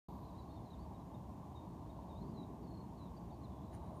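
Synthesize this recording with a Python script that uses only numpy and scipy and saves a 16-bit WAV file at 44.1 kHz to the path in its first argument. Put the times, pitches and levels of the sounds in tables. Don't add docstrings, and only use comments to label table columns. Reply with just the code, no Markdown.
import sys
import numpy as np
from scipy import signal
from scipy.fft import rfft, irfft
from scipy.io import wavfile

SR = 44100
rng = np.random.default_rng(int(sys.argv[2]) if len(sys.argv) > 2 else 0)


def to_wav(sig):
    pcm = np.clip(np.atleast_2d(sig), -1, 1) * 32767
    pcm = np.round(pcm).astype(np.int16)
    wavfile.write(sys.argv[1], SR, pcm.T)


N = 176400


def undb(db):
    return 10 ** (np.asarray(db) / 20)


def unit(x):
    return x / np.sqrt(np.mean(x ** 2))


def level_curve(t, points):
    return undb(np.interp(t, *np.transpose(points)))


def noise(points):
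    hz, db = np.array(points, float).T
    f = np.maximum(np.fft.rfftfreq(N, 1 / SR), 1)
    gain = undb(np.interp(np.log(f), np.log(hz), db))
    fade_outside = np.minimum(f / hz[0], 1) ** 2 * np.minimum(hz[-1] / f, 1) ** 2
    return unit(irfft(rfft(rng.standard_normal(N)) * gain * fade_outside, N))


def ring(hz, width_hz, order=1):
    x = rng.standard_normal(N)
    for _ in range(order):
        x = signal.lfilter(*signal.iirpeak(hz, hz / width_hz, fs=SR), x)
    return unit(x)


def wander(rate):
    f = np.fft.rfftfreq(N, 1 / SR)
    slow_only = np.exp(-(f / rate) ** 2) * (f > 0)
    return unit(irfft(rfft(rng.standard_normal(N)) * slow_only, N))


def patchy(x, depth_db=1.5):
    f, spectrum = np.fft.rfftfreq(N, 1 / SR), rfft(x)
    centres_hz = np.linspace(100, 1300, 14)
    bands = [irfft(spectrum * np.interp(f, centres_hz, pick), N) for pick in np.eye(14)]
    return unit(sum(band * undb(depth_db * wander(9)) for band in bands))


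# (frequency [Hz], relative level [dB])
HISS_TONE = [(800, 2), (1500, 7.5), (2200, 3), (3200, 2), (4500, -4), (5200, -1.5), (6500, -1.5),
             (6900, 0.5), (7500, -4.5), (9500, -3), (10400, -8), (11500, -4.5), (12600, -7), (13100, -3.5),
             (13700, -5), (15500, -8)]
def hiss(t):
    sizzle = ring(hz=13200, width_hz=300) * np.exp(-((t - .18) / .14) ** 2)
    return noise(HISS_TONE) * undb(-76) + sizzle * undb(-84)


# (frequency [Hz], relative level [dB])
ENGINE_TONE = [(20, -27.5), (30, -17.5), (42, -18), (58, 3), (85, 1), (130, -1.5), (185, -2.5), (240, -6.5),
               (315, -7), (400, -13), (500, -19), (700, -30), (1300, -52.5)]
# (time [s], relative level [dB])
ENGINE_FLOW = [(.1, 0), (.5, -.3), (.9, -1), (1.3, -0.5), (1.7, 0), (2.1, -.5), (2.8, -0.5), (3.2, -0.5),
               (3.6, .5), (4.0, 0)]
def engines(t):
    rumble = noise(ENGINE_TONE) * undb(-50.5)
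    drone = ring(hz=177.7, width_hz=36, order=2) * undb(-61)
    return (rumble + drone) * level_curve(t, ENGINE_FLOW)


# (frequency [Hz], relative level [dB])
TYRE_TONE = [(350, -29), (520, -7), (640, 2.5), (740, 0.5), (900, 2), (1050, 0.5), (1160, -6.5),
             (1250, -18), (1380, -25), (1800, -37.5), (3000, -46.5)]
# (time [s], relative level [dB])
TYRE_LEVELS = [(.1, 2.5), (.4, 0), (.8, 0.5), (1.3, 0.6), (1.7, 0.6), (2.2, 2.25), (2.8, -1), (3.2, -0.3),
               (3.6, 0.4), (3.9, 2.5)]
def tyres(t):
    return patchy(noise(TYRE_TONE)) * undb(-59.5) * level_curve(t, TYRE_LEVELS)


# (frequency [Hz], relative level [dB])
VEHICLE_TONE = [(70, -27), (130, -3.5), (200, 5), (320, -3.5), (420, -5.5), (520, -24), (700, -17),
                (1100, -21), (1350, -58.5)]
def vehicle(t, peak_s=2.272, rise_s=.09, fall_s=.57):
    age = t - peak_s
    swell = np.where(age < 0, np.exp(-(age / rise_s) ** 2), np.exp(-np.abs(age) / fall_s))
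    return noise(VEHICLE_TONE) * undb(-48.5) * swell


# (frequency [Hz], relative level [dB])
TWITTER_TONE = [(3000, -22), (3500, -5), (3850, -4.5), (4400, -4), (4900, -9.5), (5500, -29)]
# (time [s], level [dB])
TWITTER_LEVELS = [(.1, -81), (.2, -82), (.55, -85), (.75, -85), (1.0, -90), (1.25, -88.5), (1.8, -85.5),
                  (2.2, -85), (2.6, -90), (3.1, -87), (3.5, -88), (3.75, -87), (4.0, -87)]
def twittering(t):
    return noise(TWITTER_TONE) * level_curve(t, TWITTER_LEVELS)


# (frequency [Hz], relative level [dB])
RUSTLE_TONE = [(900, -6), (1700, 4), (2600, -5), (4000, -12), (5500, -14), (6900, -6), (8000, -25),
               (13000, -16), (15500, -25)]
# (time [s], half length [s], rustle level [dB], squeak level [dB])
RUB_STROKES = [(3.748, 0.024, -70.5, -81), (3.747, 0.0098, -86, -71), (3.864, 0.061, -83.5, -86),
               (3.968, 0.025, -90, -79)]
def rubbing(t):
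    rustle, squeak = noise(RUSTLE_TONE), ring(hz=9400, width_hz=350, order=2)
    out = np.zeros(N)
    for time, half_length, rustle_db, squeak_db in RUB_STROKES:
        stroke = np.exp(-((t - time) / half_length) ** 2)
        out += stroke * (undb(rustle_db) * rustle + undb(squeak_db) * squeak)
    return out


def bank_echoes(x, t, fade_s=.38, echo_db=-9.5):
    tail = rng.standard_normal(N) * np.exp(-np.log(1000) * t / fade_s)
    echoes = signal.fftconvolve(x, tail / np.linalg.norm(tail))[:N]
    return x + undb(echo_db) * echoes


def add_whistle(out, waver, start, length, first_hz, middle_hz, last_hz, db):
    progress = np.linspace(0, 1, max(int(length * SR), 8))
    samples = int(start * SR) + np.arange(len(progress))
    bend = np.polyfit([0, .5, 1], [first_hz, middle_hz, last_hz], 2)
    hz = np.polyval(bend, progress) * waver[samples % N]
    tone = np.sqrt(2) * np.sin(2 * np.pi * np.cumsum(hz) / SR)
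    ramp = np.clip(np.minimum(progress, 1 - progress) / .31, 0, 1)
    whistle = undb(db) * np.sin(np.pi / 2 * ramp) * tone
    inside = samples < N
    out[samples[inside]] += whistle[inside]


# (start [s], length [s], first pitch [Hz], middle pitch [Hz], last pitch [Hz],
# relative level [dB])
BIRD_NOTES = [(0.225, 0.043, 3800, 4150, 3750, -81), (0.273, .034, 4050, 4000, 3550, -77),
              (.345, 0.03, 3650, 3780, 3970, -79), (0.379, 0.032, 4150, 3980, 3920, -69.5),
              (0.382, 0.064, 4500, 4540, 3840, -83), (0.495, 0.032, 3560, 3690, 3900, -76),
              (.48, 0.097, 4380, 4320, 4350, -80.5), (0.556, .035, 3700, 3650, 3520, -76),
              (0.647, 0.046, 4200, 4120, 3770, -78), (0.699, 0.025, 3650, 4030, 3600, -71.5),
              (0.728, 0.019, 3900, 3710, 3500, -69.5), (0.773, 0.088, 3700, 4570, 4250, -79.5),
              (.94, 0.031, 3780, 3820, 3620, -78), (0.992, .033, 3950, 3950, 3750, -80),
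              (1.14, .02, 3750, 3640, 3600, -73), (1.548, 0.056, 3830, 3720, 3650, -70),
              (1.596, 0.051, 3720, 3680, 3640, -87), (1.895, 0.02, 3850, 3760, 3650, -74),
              (2.088, 0.055, 3950, 3710, 3620, -74.5), (2.149, 0.048, 3590, 3780, 4050, -73.5),
              (2.208, .028, 4170, 4170, 4020, -74.5), (2.212, .135, 4300, 4700, 4700, -85),
              (2.335, 0.057, 4450, 4120, 4070, -78), (2.366, 0.0565, 4100, 3933, 3870, -68.5),
              (2.428, 0.015, 3920, 3810, 3680, -68.5), (2.625, .04, 4550, 4540, 4300, -80.5),
              (2.968, .035, 4500, 4270, 3960, -79), (3.002, 0.042, 4050, 3970, 3970, -73),
              (3.163, .021, 4760, 4630, 4630, -72), (3.302, .014, 3900, 3700, 3500, -77),
              (3.311, .05, 4250, 4560, 4150, -80), (3.41, .02, 4450, 4330, 4200, -82),
              (3.434, 0.031, 4130, 4000, 3480, -71.5)]
BIRD_TRILLS = [(2.672, 31.5, .155, 4285, 350, -74, 0.0043), (2.989, 120, .095, 4050, 3800, -76, 0.021),
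               (3.5, 70, .13, 3480, 503, -82, 0.023), (3.631, 62, .29, 3910, 100, -80.5, 0.011)]
def songbird():
    out = np.zeros(N)
    waver = 1 + .008 * wander(250)
    for note in BIRD_NOTES:
        add_whistle(out, waver, *note)
    for start, speed, length, hz, fall, db, spread in BIRD_TRILLS:
        note_s = .7 / speed
        ages = np.arange(0, length, 1 / speed)
        for age, (extra_db, detune) in zip(ages, rng.standard_normal((64, 2))):
            pitch = (hz - fall * age) * (1 + spread * detune)
            add_whistle(out, waver, start + age, note_s, pitch, pitch, pitch * .95, db + extra_db)
    return out * undb(-.5)


def scene():
    t = np.arange(N) / SR
    twitter = twittering(t)
    flow = (engines(t) + tyres(t)) * undb(.4 * wander(14))
    traffic = flow + vehicle(t)
    bird = bank_echoes(songbird(), t)
    rubs = rubbing(t)
    return (hiss(t) + traffic + twitter + rubs + bird)[None]


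def record(dry, start_s=.084, top_hz=15350):
    fade_in = np.clip((np.arange(N) / SR - start_s) / .002, 0, 1)
    treble_cut = signal.ellip(10, .2, 70, top_hz, fs=SR, output="sos")
    return signal.sosfilt(treble_cut, dry * fade_in)


dry = scene()
out = record(dry)
to_wav(out)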